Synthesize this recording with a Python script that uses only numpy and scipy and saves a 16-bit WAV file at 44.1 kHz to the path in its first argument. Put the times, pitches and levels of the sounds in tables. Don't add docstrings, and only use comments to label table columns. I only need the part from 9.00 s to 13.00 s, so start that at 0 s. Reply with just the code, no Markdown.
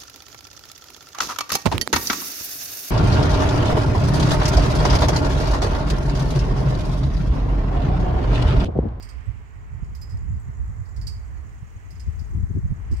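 import sys
import numpy as np
from scipy import signal
from scipy.fft import rfft, irfft, next_fast_len
from scipy.io import wavfile
from scipy.ndimage import uniform_filter1d, map_coordinates

SR = 44100
rng = np.random.default_rng(int(sys.argv[2]) if len(sys.argv) > 2 else 0)


def wav_out(sig):
    wavfile.write(sys.argv[1], SR, np.round(np.clip(np.atleast_2d(sig).T, -1, 1) * 32767).astype(np.int16))


N = 176400

NEAR_LEAD_S, FAR_LEAD_S = 0.000362, 0.00036
FAR_ALIKE = 0.3
ATTACK_S = 0.0025


def amp(db):
    return 10 ** (np.asarray(db) / 20)


def unit(x):
    return x / np.sqrt(np.mean(x ** 2) + 1e-20)


def along(points, hz):
    f, v = np.transpose(points)
    return np.interp(np.log(hz + 1), np.log(f + 1), v)


def curve(points):
    return np.interp(np.arange(N) / SR, *np.transpose(points))


def wobble(rate):
    return map_coordinates(rng.standard_normal(2048), [np.arange(N) * rate / SR], mode="mirror")


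def fade(t, t60):
    return np.exp(-np.log(1000) * t / t60)


def filtered(x, response):
    size = next_fast_len(N + SR // 4)
    return irfft(rfft(x, size) * response(np.fft.rfftfreq(size, 1 / SR)), size)[..., :N]


def pan(db):
    gains = amp(np.array([[.5], [-.5]]) * db)
    return gains / np.sqrt(np.mean(gains ** 2, axis=0))


def lead(x, seconds):
    return filtered(x, lambda hz: np.exp(1j * np.pi * hz * seconds * np.array([[1], [-1]])))


def noise(colour, alike=0):
    white = rng.standard_normal((3, N))
    stereo = np.sqrt(1 - alike) * white[:2] + np.sqrt(alike) * white[2]
    return unit(filtered(stereo, lambda hz: amp(along(colour, hz))))


def even(x):
    power = uniform_filter1d(uniform_filter1d(x ** 2, size=700, axis=1), size=500, axis=1)
    return x / np.sqrt(np.abs(power) + 1e-6)


def distant_rush():
    # (time [s], relative level [dB])
    levels = [(0.0, -54.5), (0.21, -55), (0.48, -57), (0.95, -56.5), (2.39, -55.5), (2.67, -57.5),
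              (4.0, -55)]
    # (frequency [Hz], level [dB])
    colour = [(100, 14), (280, 4.5), (360, 0.5), (420, 5), (500, -2.5), (750, 0), (1100, 2), (1550, -2),
              (2000, -1), (2500, -15.5), (3200, -27), (5000, -30.5), (9000, -68)]
    # (frequency [Hz], left minus right [dB])
    balance = [(380, 0.5), (700, 2.5), (1300, -4), (2400, -7.5), (4400, -61)]
    rush = lead(noise(colour, FAR_ALIKE), FAR_LEAD_S)
    rush = filtered(rush, lambda hz: pan(along(balance, hz)))
    return amp(curve(levels) + 6.5 + 0.74 * wobble(7.5)) * rush


def hiss():
    # (time [s], level [dB])
    levels = [(0, -69.5), (.6, -71), (1.3, -68), (2, -67), (2.7, -67), (3.2, -64), (4, -68)]
    # (frequency [Hz], level [dB])
    colour = [(2000, -1.5), (3500, -4), (4800, -2), (5800, 3), (7300, -1), (8050, 5), (8500, -1),
              (9200, -7.5), (11500, -7.5), (15500, -6.5)]
    return amp(curve(levels) + 0.37 * wobble(12)) * pan(-1.0) * noise(colour)


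def leaves():
    # (time [s], relative level [dB])
    levels = [(0, -60.5), (.2, -59.5), (.45, -64.5), (1, -67.5), (1.35, -68.5), (1.9, -73.5), (2.25, -67),
              (3.1, -65), (3.5, -75), (4, -60)]
    # (frequency [Hz], level [dB])
    colour = [(1200, -18.5), (2100, 2.5), (2600, -1.5), (3100, -5.5), (3600, -16.5), (5000, -16.5),
              (9000, -47)]
    gain = amp(curve(levels) + 2 + .6 * wobble(4.8))
    return gain * pan(-11.5) * lead(noise(colour, FAR_ALIKE), FAR_LEAD_S)


def bird():
    # (time [s], length [s], start pitch [Hz], end pitch [Hz], level [dB])
    whistles = [(1.31, .09, 4750, 4800, -73), (2.13, .1, 4300, 4050, -69), (2.32, .11, 4700, 4200, -70)]
    t, out = np.arange(N) / SR, np.zeros(N)
    for s, length, start_hz, end_hz, db in whistles:
        progress = np.clip((t - s) / length, 0, 1)
        hz = start_hz + (end_hz - start_hz) * progress + 70 * wobble(500)
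        out += amp(db) * np.sin(np.pi * progress) * np.sin(2 * np.pi * np.cumsum(hz) / SR)
    return pan(-5) * lead(out, NEAR_LEAD_S)


def crickets():
    # (pitch [Hz], chirps [1/s], syllables [1/s], left minus right [dB], level [dB],
    #  nearest at [s], passing time [s])
    singers = [(6640, 11, 34, 4, -69, 3.1, 1.2), (7020, 8.6, 55, -5, -68.5, 1.55, 0.99),
               (6870, 11, 27, -3, -74.5, 1.4, 0.94)]
    half_width_hz = 340

    def pulsing(rate, depth):
        drifting_rate = rate * (1 + 0.051 * wobble(4.32))
        return 1 + depth * np.sin(2 * np.pi * np.cumsum(drifting_rate) / SR)

    t, out = np.arange(N) / SR, np.zeros((2, N))
    for pitch_hz, chirps, syllables, side_db, db, nearest_s, passing_s in singers:
        rasp = rng.standard_normal((2, N))
        wing = filtered(rasp, lambda hz: 1 / (1 + ((hz - pitch_hz) / half_width_hz) ** 2))
        song = unit(wing * pulsing(chirps, depth=0.43) * pulsing(syllables, depth=0.76))
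        out += amp(db) * pan(side_db) * song / (1 + ((t - nearest_s) / passing_s) ** 2)
    return out


def tinks():
    # (time [s], level [dB])
    taps = [(0.256, -62.5), (0.55, -69.5), (1.396, -60), (2.262, -66)]
    # (frequency [Hz], relative level [dB], t60 [s])
    modes = [(7900, 2.5, 0.12), (11300, -11.5, 0.23)]
    t, out = np.arange(SR // 4) / SR, np.zeros(N + SR)
    rise = 1 - np.exp(-t / ATTACK_S)
    ring = rise * sum(amp(db) * fade(t, t60) * np.sin(2 * np.pi * hz * t) for hz, db, t60 in modes)
    for s, db in taps:
        out[round(s * SR):][:len(t)] += amp(db) * ring
    return out[:N]


def yard_echo(x):
    t = np.arange(SR // 2) / SR
    tail = rng.standard_normal((2, len(t))) * fade(t, t60=0.4) * (1 - np.exp(-t / 0.0051))
    return amp(-9) * signal.fftconvolve(x, tail / np.linalg.norm(tail[0]), axes=1)[:, :N]


def buffeting():
    # (time [s], relative level [dB])
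    breeze = [(0, -39.5), (.25, -36.5), (.5, -41), (.8, -36), (1.0, -34), (1.35, -31), (1.7, -32.5),
              (1.9, -36.5), (2.05, -30), (2.35, -33.5), (2.5, -40), (2.75, -43), (2.95, -38.5), (3.15, -30),
              (3.4, -30.5), (3.65, -32.5), (3.8, -32), (4, -27.5)]
    # (time [s], left minus right [dB])
    side = [(0, -3.5), (.35, -11), (.7, -2), (1.8, -6), (2.4, -5.5), (2.9, 2), (3.3, 5.5), (3.6, 4),
            (4, 6.5)]
    # (frequency [Hz], level [dB])
    colour = [(20, -34), (32, -18.5), (48, -0.5), (65, 0.5), (90, -6), (130, -16.5), (200, -32),
              (300, -40.5), (500, -61.5), (1000, -78), (2000, -120)]
    steady = even(noise(colour))
    lumps = amp(3 * np.array([wobble(20), wobble(18)]))
    return amp(curve(breeze) + 2) * pan(curve(side)) * unit(steady * lumps)


def eddies():
    # (time [s], level [dB], Gaussian width [s], left minus right [dB], hardness [dB])
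    passes = [(0.293, -19.5, 0.013, -40, -13.5), (0.761, -29, 0.031, -11, -15),
              (0.832, -21.5, 0.0056, -12, -7.5), (1.148, -24, 0.014, -5, -3),
              (1.327, -23, 0.038, -6.5, -10.5), (1.485, -30, 0.025, -6, -8), (1.603, -26, 0.01, -4, -1),
              (1.692, -26.5, 0.014, -4.5, -15), (1.81, -26.5, 0.017, -7, -10),
              (1.991, -22, 0.013, -11, -17), (2.631, -29, 0.0079, -10, -8), (2.765, -29, 0.0084, -2, -8.5),
              (3.086, -20, 0.012, 9.5, -2), (3.219, -22, 0.0098, 24, 0.5), (3.378, -22, 0.038, 16.5, 2),
              (3.437, -17, 0.0078, 18, -10), (3.51, -20, 0.0074, 10.5, 5.5), (3.571, -18, 0.016, 5, 9),
              (3.654, -18.5, 0.014, -4, -5.5), (3.718, -17, 0.01, -11.5, -1),
              (3.927, -17.5, 0.014, -6.5, 3.5)]
    # (frequency [Hz], level [dB])
    thump_colour = [(20, -27), (40, -16), (65, 2), (95, 0), (150, -14), (230, -30.5), (350, -55.5),
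                    (700, -78.5), (1400, -120)]
    # (frequency [Hz], level [dB])
    slap_colour = [(50, -7.5), (120, -1.5), (180, 0.5), (260, -10), (380, -15.5), (550, -36.5), (1000, -62),
                   (2000, -110)]
    thump, slap = even(noise(thump_colour)), even(noise(slap_colour))
    t, out = np.arange(N) / SR, np.zeros((2, N))
    for s, db, width_s, side_db, hard_db in passes:
        swell = np.exp(-.5 * ((t - s) / width_s) ** 2)
        out += amp(db) * pan(side_db) * swell * (thump + amp(hard_db - 14) * slap)
    return out


def halyard():
    # (time [s], clatter level [dB], relative level of the low, main, upper, bright, top modes [dB])
    strikes = [(0.001, -62.5, -49, -51.5, -70, -73, -70), (0.0235, -46, -43.5, -44.5, -66, -52, -53),
               (0.0879, -48, -48.5, -49, -69, -55, -70), (0.842, -63.5, -72, -70, -73, -74, -82),
               (0.9485, -49, -57, -63, -67, -70, -47.5), (1.013, -50, -58, -37, -50, -67, -46),
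               (1.094, -56, -72, -54, -69, -74, -80), (1.104, -56, -70, -55, -71, -72, -80),
               (1.118, -61, -66, -54, -72, -67, -89), (1.168, -63, -76, -61, -74, -67, -85),
               (1.8515, -62.5, -62, -72, -80, -85, -85), (1.885, -65, -80, -67, -58, -80, -85),
               (1.9615, -50.5, -56, -63, -61, -70, -68), (2.0128, -49.5, -46, -46, -72, -71, -67),
               (2.0675, -38.5, -30.5, -35, -47, -50, -47), (2.904, -52.5, -66, -54, -70, -67, -59),
               (2.954, -64.5, -62, -58, -74, -78, -80), (2.9955, -48.5, -58, -46, -58, -62, -69),
               (3.191, -55, -59.5, -58.5, -85, -73, -83), (3.913, -50, -55, -52, -58, -69, -80),
               (3.9315, -57, -56, -73, -63, -58, -76.5), (3.9645, -54.5, -54, -57, -57, -56, -76)]
    # (frequency [Hz], relative level [dB], t60 [s])
    mode_groups = [
        [(3031, -27, .1), (4601, -1, .135), (4677, -7, .06), (4718, -9, .09)],
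        [(4985, -1, .125), (5015, -7, .05), (5076, -8, .09), (5131, -12, .08), (5461, -16, .08)],
        [(6501, -11, .08), (7580, 1, .12)],
        [(8120, 3, .11), (8645, -13, .1)],
        [(10860, -11, .05), (11920, 0, .07)],
    ]
    # (frequency [Hz], level [dB])
    colour = [(500, -46.5), (1500, -9), (2800, -6), (3700, -6), (4400, 3), (5100, 9), (5800, 1.5),
              (6500, 2), (8100, -2.5), (9200, -8.5), (11000, -7), (12300, -8.5), (13500, -12.5),
              (15800, -17)]
    # (frequency [Hz], left minus right [dB])
    balance = [(3000, -5), (5000, -10), (7500, 0.5), (12000, -1.5)]
    ring_db, flutter_db, drift_rad = -0.5, 1.5, .28
    t = np.arange(SR // 4) / SR

    def wander():
        return np.interp(t, np.linspace(0, t[-1], num=40), rng.standard_normal(40))

    rise = 1 - np.exp(-t / ATTACK_S)
    buzz = amp(-11) * fade(t, t60=0.25)
    burst = rise * (fade(t, t60=0.084) + buzz)
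    ring, clatter_power = np.zeros(N + SR), np.zeros(N + SR)
    for s, clatter_db, *group_levels in strikes:
        start = round(s * SR)
        span = slice(start, start + len(t))
        clatter_power[span] += (amp(clatter_db) * burst) ** 2
        for group_db, modes in zip(group_levels, mode_groups):
            swell = rise * amp(ring_db + group_db + flutter_db * wander())
            for hz, mode_db, t60 in modes:
                phase = 2 * np.pi * (hz * t + rng.uniform()) + drift_rad * wander()
                ring[span] += amp(mode_db) * swell * fade(t, t60) * np.sin(phase)
    chatter = amp(wobble(300))
    clatter = np.sqrt(clatter_power[:N]) * chatter * noise(colour, alike=0.3)
    clinks = lead(ring[:N] + clatter, NEAR_LEAD_S)
    return filtered(clinks, lambda hz: pan(along(balance, hz)))


def scene():
    direct = halyard() + tinks() + bird()
    echo = yard_echo(direct)
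    wind = buffeting() + eddies()
    background = distant_rush() + hiss() + leaves() + crickets()
    return background + wind + echo + direct


def record(dry):
    top_hz = 15830
    return filtered(dry, lambda hz: hz < top_hz)


dry = scene()
out = record(dry)
wav_out(out)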